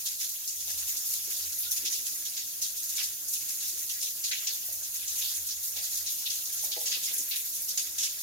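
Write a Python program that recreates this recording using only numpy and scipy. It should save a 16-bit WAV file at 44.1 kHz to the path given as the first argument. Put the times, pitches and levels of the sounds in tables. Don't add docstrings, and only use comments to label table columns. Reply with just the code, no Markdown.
import sys
import numpy as np
from scipy import signal
from scipy.fft import rfft, irfft, next_fast_len
from scipy.io import wavfile
from scipy.ndimage import uniform_filter1d, map_coordinates

SR = 44100
rng = np.random.default_rng(int(sys.argv[2]) if len(sys.argv) > 2 else 0)


def inscribe(sig):
    pcm = np.round(np.clip(np.atleast_2d(sig).T, -1, 1) * 32767)
    wavfile.write(sys.argv[1], SR, pcm.astype(np.int16))


N = 362766

# start_s, peak_db, bubble_radius_mm, spread_octaves, rise_ms
SPLASHES = [(0.054, 12.5, 0.85, 0.84, 10), (0.185, 11, 0.87, 0.85, 36), (0.282, 3, 0.35, 0.67, 12),
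            (0.474, 9.5, 0.53, 0.42, 3.6), (0.585, 4.5, 0.74, 0.71, 26), (0.66, 6.5, 0.71, 0.97, 46),
            (0.774, 8.5, 0.62, 0.71, 9.4), (0.862, 7, 0.51, 1.2, 33), (0.965, 7.5, 0.48, 0.42, 5.3),
            (1.038, 6, 0.17, 1.5, 41), (1.1, 7.5, 0.59, 1, 47), (1.224, -4, 0.24, 1.56, 40),
            (1.296, 6.5, 0.7, 1.1, 16), (1.36, 4, 0.66, 1.4, 14), (1.412, 5, 1.2, 1, 31),
            (1.52, 3, 0.8, 1.5, 5.4), (1.584, 8, 0.25, 0.33, 4.8), (1.62, 10.5, 0.97, 0.35, 14),
            (1.706, 8.5, 0.57, 1.3, 10), (1.76, 9.5, 0.93, 1.14, 6.7), (1.846, 16.5, 0.87, 0.57, 13),
            (1.892, 5, 0.61, 0.95, 65), (1.923, 14, 0.78, 0.38, 4.6), (2.046, 6.5, 0.64, 0.95, 29),
            (2.14, -0.5, 0.65, 1.97, 13), (2.249, 8.5, 0.85, 0.76, 8.5), (2.364, 13, 0.92, 0.55, 7.7),
            (2.612, 12, 0.75, 0.72, 16), (2.759, 6, 0.59, 0.73, 21), (2.819, 2.5, 0.44, 0.83, 28),
            (2.886, 6.5, 0.61, 1.1, 18), (2.951, 9, 0.62, 0.78, 15.6), (2.976, 18.5, 1.31, 0.6, 9.4),
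            (3.027, 9.5, 0.58, 0.78, 10), (3.279, 7.5, 0.39, 0.46, 7), (3.325, 9, 0.6, 0.81, 11),
            (3.48, 5, 0.61, 0.84, 13), (3.591, 7, 0.89, 0.7, 44), (3.666, 4, 0.52, 0.67, 14),
            (3.772, 1.5, 0.32, 0.97, 22), (3.89, 9.5, 1.04, 0.81, 9), (3.997, 10.5, 0.78, 0.72, 39),
            (4.231, 14, 0.8, 0.6, 18), (4.309, 24, 1.26, 0.35, 9), (4.312, 11.5, 0.54, 0.13, 6.7),
            (4.465, 17.5, 0.9, 0.48, 7.9), (4.515, 4, 0.21, 1.7, 21), (4.648, 5, 0.21, 0.38, 9.9),
            (4.715, 3.5, 0.32, 0.59, 15), (4.828, 5.5, 0.56, 0.67, 5.6), (4.939, 6.5, 0.54, 1.3, 5.2),
            (4.983, 7, 1.22, 0.41, 47), (5.073, 8.5, 0.64, 0.49, 8.7), (5.142, 4, 0.53, 1, 46),
            (5.212, 16.5, 0.94, 0.27, 6.8), (5.275, 5.5, 1.04, 0.86, 49), (5.332, 7.5, 0.45, 0.28, 28),
            (5.459, 4.5, 0.23, 1.1, 11), (5.481, 12, 0.85, 0.61, 17), (5.626, 8.5, 0.36, 0.95, 15),
            (5.759, 9.5, 1.06, 0.72, 12), (5.807, 6, 0.96, 1.1, 48), (5.894, 4.5, 0.48, 0.7, 32),
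            (5.952, 3.5, 0.52, 1.26, 24), (6.058, 10.5, 0.93, 0.53, 14), (6.095, 4, 0.4, 0.79, 14),
            (6.172, 4.5, 0.81, 0.82, 34), (6.252, 16.5, 1.03, 0.32, 10), (6.3, 12, 0.82, 0.62, 5.1),
            (6.347, -1, 0.5, 1.5, 27), (6.45, 4.5, 0.59, 0.44, 7.2), (6.522, 2.5, 0.45, 1.17, 5.9),
            (6.563, 3.5, 0.64, 1, 15), (6.617, 4, 0.34, 1.7, 31), (6.713, 15, 0.92, 0.4, 10),
            (6.8, 3, 0.3, 0.33, 10), (6.853, 15, 0.78, 0.47, 13), (6.915, 19.5, 1.08, 0.41, 10),
            (7.023, 9, 0.8, 0.88, 25), (7.066, 9, 1.4, 0.41, 58), (7.125, 5.5, 0.3, 0.58, 18),
            (7.175, 10, 0.42, 0.29, 10), (7.279, 8, 0.16, 0.5, 18), (7.309, 18.5, 1.13, 0.4, 11),
            (7.35, 4, 0.37, 0.71, 25), (7.452, 2.5, 0.32, 0.74, 7.1), (7.524, 5, 0.38, 0.79, 27),
            (7.61, 3, 0.26, 0.36, 15), (7.677, 7.5, 0.64, 0.66, 16), (7.773, 16, 0.88, 0.73, 3),
            (7.805, 1, 0.51, 0.98, 18), (7.981, 17, 0.85, 0.62, 4), (8.02, 17.5, 0.89, 0.66, 15),
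            (8.183, 4, 0.67, 0.73, 13)]
# time_s, level_db
SPRAY_FLOW = [(0.0, -36.5), (1.28, -35.5), (2.7, -36.5), (3.27, -36.5), (3.48, -34.5), (4.95, -37),
              (5.27, -33), (5.52, -38), (5.75, -35.5), (7.1, -35), (8.23, -37.5)]
# freq_hz, density_db_per_hz
SPRAY_COLOUR = [(530, -31), (900, -22.5), (1130, -23.5), (1500, -19.5), (1940, -18), (3070, -13.5),
                (3500, -10), (4800, -6), (6900, 1.5), (7300, -4.5), (8200, -7), (11500, 0), (13500, 0),
                (14600, -1), (15900, -7.5)]
# time_s, level_db
COARSE_DROPS = [(0.0, -52.5), (0.11, -62), (0.32, -61.5), (0.57, -63), (0.82, -57), (1.56, -59),
                (1.76, -58.5), (2.47, -60), (3.64, -59.5), (4.12, -62), (4.47, -55), (4.63, -58),
                (4.97, -58), (5.18, -59), (5.5, -58.5), (6.14, -58.5), (6.69, -58.5), (6.99, -54),
                (7.42, -60), (8.23, -55.5)]
# freq_hz, depth_db
CLUMP_DEPTH = [(1000, 2.5), (3000, 2.5), (7000, 1.3), (14000, 1.64)]
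# start_s, peak_db, pitch_hz, life_ms
PLOPS = [(1.66, -55, 1390, 7.9), (1.695, -54, 1450, 6.6), (5.013, -48, 2430, 4.7), (5.714, -63, 1540, 7),
         (7.074, -46, 2060, 9.2), (7.148, -60, 1604, 12)]
# freq_hz, density_db_per_hz
TUB_WASH = [(15, -42), (25, -22), (60, -3.5), (110, -4.5), (197, -10.5), (270, -6), (422, -11), (608, -6.5),
            (1070, -25.5), (1500, -6), (2860, -120)]
# freq_hz, level_db, t60_s
TUB_MODES = [(143, -1, 0.15), (277, 3.5, 0.24), (341, 5, 0.11), (399, -4.5, 0.26), (486, 2, 0.49),
             (644, 0.5, 0.53), (730, -4.5, 0.49), (843, 4.5, 0.24), (990, -5, 0.2), (1280, -7, 0.15)]
# time_s, level_db
TUB_LEVEL = [(0.0, -68), (1.88, -65.5), (5.61, -66.5), (6.99, -64), (7.4, -67.5), (7.63, -63),
             (8.23, -65.5)]
# start_s, peak_db, centre_hz, rise_ms, slosh_db (re blow)
THUMPS = [(.66, -62, 700, 16, 0), (1.261, -55.5, 366, 17, -4), (1.799, -55, 325, 44, -2),
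          (3.721, -58.5, 355, 17, -4), (4.01, -60, 570, 20, -5), (4.681, -58, 648, 9.8, -3.5),
          (5.756, -55.5, 649, 13, -3), (6.629, -50, 760, 10.4, -8), (6.648, -54, 600, 12, -8),
          (6.758, -39, 562, 18.4, -15), (6.805, -54, 780, 8.9, -9), (6.834, -58, 560, 8.6, -8),
          (6.956, -58, 400, 18, -8), (7.02, -58, 380, 16, -11), (7.099, -58, 530, 17, -5),
          (7.181, -55, 330, 18, -5)]
# time_s, level_db, pitch_hz
HUM = [(0.0, -68, 84.6), (0.23, -79, 79), (0.75, -64, 82.8), (1.19, -74, 88.1), (1.33, -72, 73.8),
       (1.56, -68, 91.4), (1.63, -65, 83), (2.45, -77, 73.2), (2.56, -73, 78.1), (3.12, -74, 87.5),
       (3.41, -71, 80.4), (3.57, -73, 88.3), (4.28, -73.5, 83.0), (4.44, -78, 92.6), (4.58, -68, 76.9),
       (5.91, -68, 79), (6.02, -67, 84.5), (6.19, -70, 73), (6.3, -69, 88.4), (6.57, -69, 77.1),
       (6.71, -73, 90.0), (7.26, -76, 80), (7.49, -70, 82.8), (7.7, -75.5, 71.6), (8.02, -70, 84.9),
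       (8.23, -76, 73.9)]
# freq_hz, correlation
PORT_LIKENESS = [(60, 0.17), (150, 0.59), (380, 0.83), (950, -0.14), (2380, -0.017), (5980, -0.0021),
                 (15000, 0.086)]
# freq_hz, left_minus_right_db
PORT_LEAN = [(60, 1.5), (180, 2), (550, -5.5), (1650, -1), (4970, 0.0), (15000, -1)]

TOP_HZ = 15890
FRAME = 256
COARSE_HZ = 3000
PELT_DB = 1.6
SPLASH_FADE_MS = 26.2
BRIGHT_DB, BRIGHT_FADE_MS, BRIGHT_EDGE_HZ = -12.5, 22, 3720
DRIBBLES_PER_S, DRIBBLE_DB, DRIBBLE_RISE_MS = 4, -9, 41
DRIBBLE_RADIUS_MM, DRIBBLE_SCATTER_OCTAVES = 0.27, 1.46
DRIBBLE_SPREAD_OCTAVES = 0.13
TUB_SWAY_DB = 0.7
RING_DB = -20
SLOSH_T60_S, SLOSH_WIDTH_OCTAVES = 0.49, 0.37


def shower():
    frames = dict(fs=SR, nperseg=FRAME, noverlap=FRAME * 3 // 4)
    patter = droplets(count=10000, cycles=3.5, scatter_db=3.5, bubble_db=-12.5)
    hz, t, spectrum = signal.stft(patter, **frames)

    coarse_db = np.interp(t, *np.transpose(COARSE_DROPS))
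    coarse_share = 1 / (1 + (hz / COARSE_HZ) ** 2)
    spray_power = amp(2 * np.outer(coarse_share, coarse_db - coarse_db.mean()))

    pelt = amp(2 * PELT_DB * unit(uniform_filter1d(rng.standard_normal(len(t)), size=3)))
    pelt = pelt / pelt.mean()

    field = rng.standard_normal(spray_power.shape)
    field = uniform_filter1d(field, size=6, axis=0)
    field = uniform_filter1d(field, size=16, axis=1)
    clumps = amp(2 * along(CLUMP_DEPTH, hz)[:, None] * unit(field))

    power = (spray_power + pelt * splash_power(hz, t)) * clumps
    water = signal.istft(spectrum * np.sqrt(power), **frames)[1][:, :N]
    room = tiles(stereo(water), t60_s=0.06, wet_db=-5, dull_hz=5000)

    def colour(f):
        gain = amp(along(SPRAY_COLOUR, f))
        return gain / np.sqrt(np.mean(gain ** 2))

    return amp(curves(SPRAY_FLOW)[0]) * filtered(room, colour)


def splash_power(hz, t):
    rows = np.vstack([SPLASHES, dribbles()])
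    start_s, peak_db, radius_mm, spread_octaves, rise_ms = np.transpose(rows)[:, :, None]
    since_ms = 1000 * (t - start_s)
    swell = amp(2 * peak_db) * np.sin(np.pi / 2 * np.clip(since_ms / rise_ms, 0, 1)) ** 2
    after_ms = np.maximum(since_ms - rise_ms, 0)
    pitch_hz = 3260 / radius_mm
    sizes = np.exp(-.5 * (np.log2((hz + 1) / pitch_hz) / spread_octaves) ** 2)
    treble = amp(2 * BRIGHT_DB) * hz ** 2 / (hz ** 2 + BRIGHT_EDGE_HZ ** 2)
    main = sizes.T @ (swell * np.exp(-after_ms / SPLASH_FADE_MS))
    bright = (sizes * treble).T @ (swell * np.exp(-after_ms / BRIGHT_FADE_MS))
    return main + bright


def dribbles():
    when, size = rng.random((int(DRIBBLES_PER_S * N / SR), 2)).T
    same = np.ones_like(when)
    radius_mm = DRIBBLE_RADIUS_MM * 2 ** (DRIBBLE_SCATTER_OCTAVES * (2 * size - 1))
    return np.transpose([when * N / SR, DRIBBLE_DB * same, radius_mm,
                         DRIBBLE_SPREAD_OCTAVES * same, DRIBBLE_RISE_MS * same])


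def droplets(count, cycles, scatter_db, bubble_db):
    when, pitch, port = rng.random((3, count, 1))
    hz = 900 + 15000 * pitch
    size = np.sqrt(hz) * amp(scatter_db * rng.standard_normal((count, 1)))
    k = np.arange(2 * FRAME)
    at = (when * N).astype(int) + k + (port > .5) * 2 * N
    rings = size * bubble(hz, cycles / hz, k / SR)
    fizz = np.bincount(at.ravel(), rings.ravel(), 4 * N).reshape(2, -1)[:, :N]
    return rng.standard_normal((2, N)) + amp(bubble_db) * unit(fizz)


def bubble(hz, life_s, t):
    u = t / life_s
    return np.e * u * np.exp(-u) * np.sin(2 * np.pi * hz * t * (1 + 0.0099 * u))


def plops():
    out, t = np.zeros((2, N + SR)), np.arange(SR // 10) / SR
    for start_s, peak_db, pitch_hz, life_ms in PLOPS:
        for port in out:
            start = round(start_s * SR) + rng.integers(0, 5)
            port[start:start + len(t)] += amp(peak_db) * bubble(pitch_hz, life_ms / 1000, t)
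    return out[:, :N]


def tub():
    def ring(f):
        return sum(amp(db) * 1j * f * (3.6 / t60) / (c * c - f * f + 1j * f * 2.2 / t60)
                   for c, db, t60 in TUB_MODES)

    noise = stereo(rng.standard_normal((2, N)))
    drum = filtered(noise, lambda f: amp(along(TUB_WASH, f)) * (1 + amp(-4.5) * ring(f)))
    return amp(curves(TUB_LEVEL)[0] + TUB_SWAY_DB * wobble(4.7)[0]) * unit(drum)


def thumps():
    out, t = np.zeros((2, N + SR)), np.arange(SR // 2) / SR
    mode_hz, mode_db, t60_s = np.transpose(TUB_MODES)[:, :, None, None]
    f = np.fft.rfftfreq(len(t), 1 / SR) + 1
    for start_s, peak_db, centre_hz, rise_ms, slosh_db in THUMPS:
        u = 1000 * t / rise_ms
        onset = np.minimum(u, 1)
        swell = (u * np.exp(1 - u)) ** 5 + amp(RING_DB - 60 * t / t60_s) * onset
        share = amp(mode_db - 29 * np.log2(mode_hz / centre_hz) ** 2)
        turn = rng.random(mode_hz.shape) + rng.normal(0, .07, (len(TUB_MODES), 2, 1))
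        modes = share * swell * np.sin(2 * np.pi * (mode_hz * t + turn))
        blow = np.sum(modes, axis=0) / np.linalg.norm(share)

        band = np.exp(-.5 * (np.log2(f / centre_hz) / SLOSH_WIDTH_OCTAVES) ** 2)
        slosh = unit(irfft(rfft(rng.standard_normal(len(t))) * band, len(t)))
        blow = blow + amp(slosh_db - 60 * t / SLOSH_T60_S) * onset ** 2 * slosh
        start = round(start_s * SR)
        out[:, start:start + len(t)] += amp(peak_db) * blow
    return out[:, :N]


def hum():
    level_db, pitch_hz = curves(HUM)
    phase = 2 * np.pi * np.cumsum(pitch_hz) / SR
    phase = phase + 0.98 * wobble(12)[0] + 0.6 * wobble(4.6)
    noise = stereo(rng.standard_normal((2, N)))
    rumble = filtered(noise, lambda f: np.exp(-.5 * ((f - 81) / 8.9) ** 2))
    tone = amp(2.5 + 3.8 * wobble(12)) * np.sin(phase)
    return amp(level_db) * (tone + amp(-4.5) * unit(rumble))


def tiles(x, t60_s, wet_db, dull_hz):
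    t = np.arange(SR // 2) / SR
    tail = rng.standard_normal((2, len(t))) * amp(-60 * t / t60_s) * (t > .003)
    tail = amp(wet_db) * tail / np.linalg.norm(tail, axis=1, keepdims=True)
    wet = signal.fftconvolve(x, tail, axes=1)[:, :N]
    return x + filtered(wet, lambda f: 1 / (1 + 1j * f / dull_hz))


def stereo(pair):
    def mix(f):
        turn = np.arccos(np.clip(along(PORT_LIKENESS, f), -1, 1)) / 2
        return np.array([np.cos(turn), np.sin(turn)])

    mid, side = filtered(pair, mix)
    return np.array([mid + side, mid - side])


def wobble(knots_per_s):
    knots = rng.standard_normal((2, int(N * knots_per_s / SR) + 4))
    at = np.arange(N) * knots_per_s / SR
    return np.array([map_coordinates(row, [at]) for row in knots])


def amp(db):
    return 10 ** (np.asarray(db) / 20)


def unit(x):
    return x / np.sqrt(np.mean(x ** 2) + 1e-20)


def along(points, hz):
    f, v = np.transpose(points)
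    return np.interp(np.log(hz + 1), np.log(f + 1), v)


def curves(rows):
    time_s, *columns = np.transpose(rows)
    return [np.interp(np.arange(N) / SR, time_s, c) for c in columns]


def filtered(x, response):
    m = next_fast_len(N + SR // 2)
    return irfft(rfft(x, m) * response(np.fft.rfftfreq(m, 1 / SR)), m)[..., :N]


def scene():
    knocks = tiles(thumps() + plops(), t60_s=0.3, wet_db=-7, dull_hz=5000)
    room = shower() + knocks + tub() + hum()
    return filtered(room, lambda hz: amp(along(PORT_LEAN, hz) * [[.5], [-.5]]))


def record(dry):
    return filtered(dry, lambda hz: hz < TOP_HZ)


dry = scene()
out = record(dry)
inscribe(out)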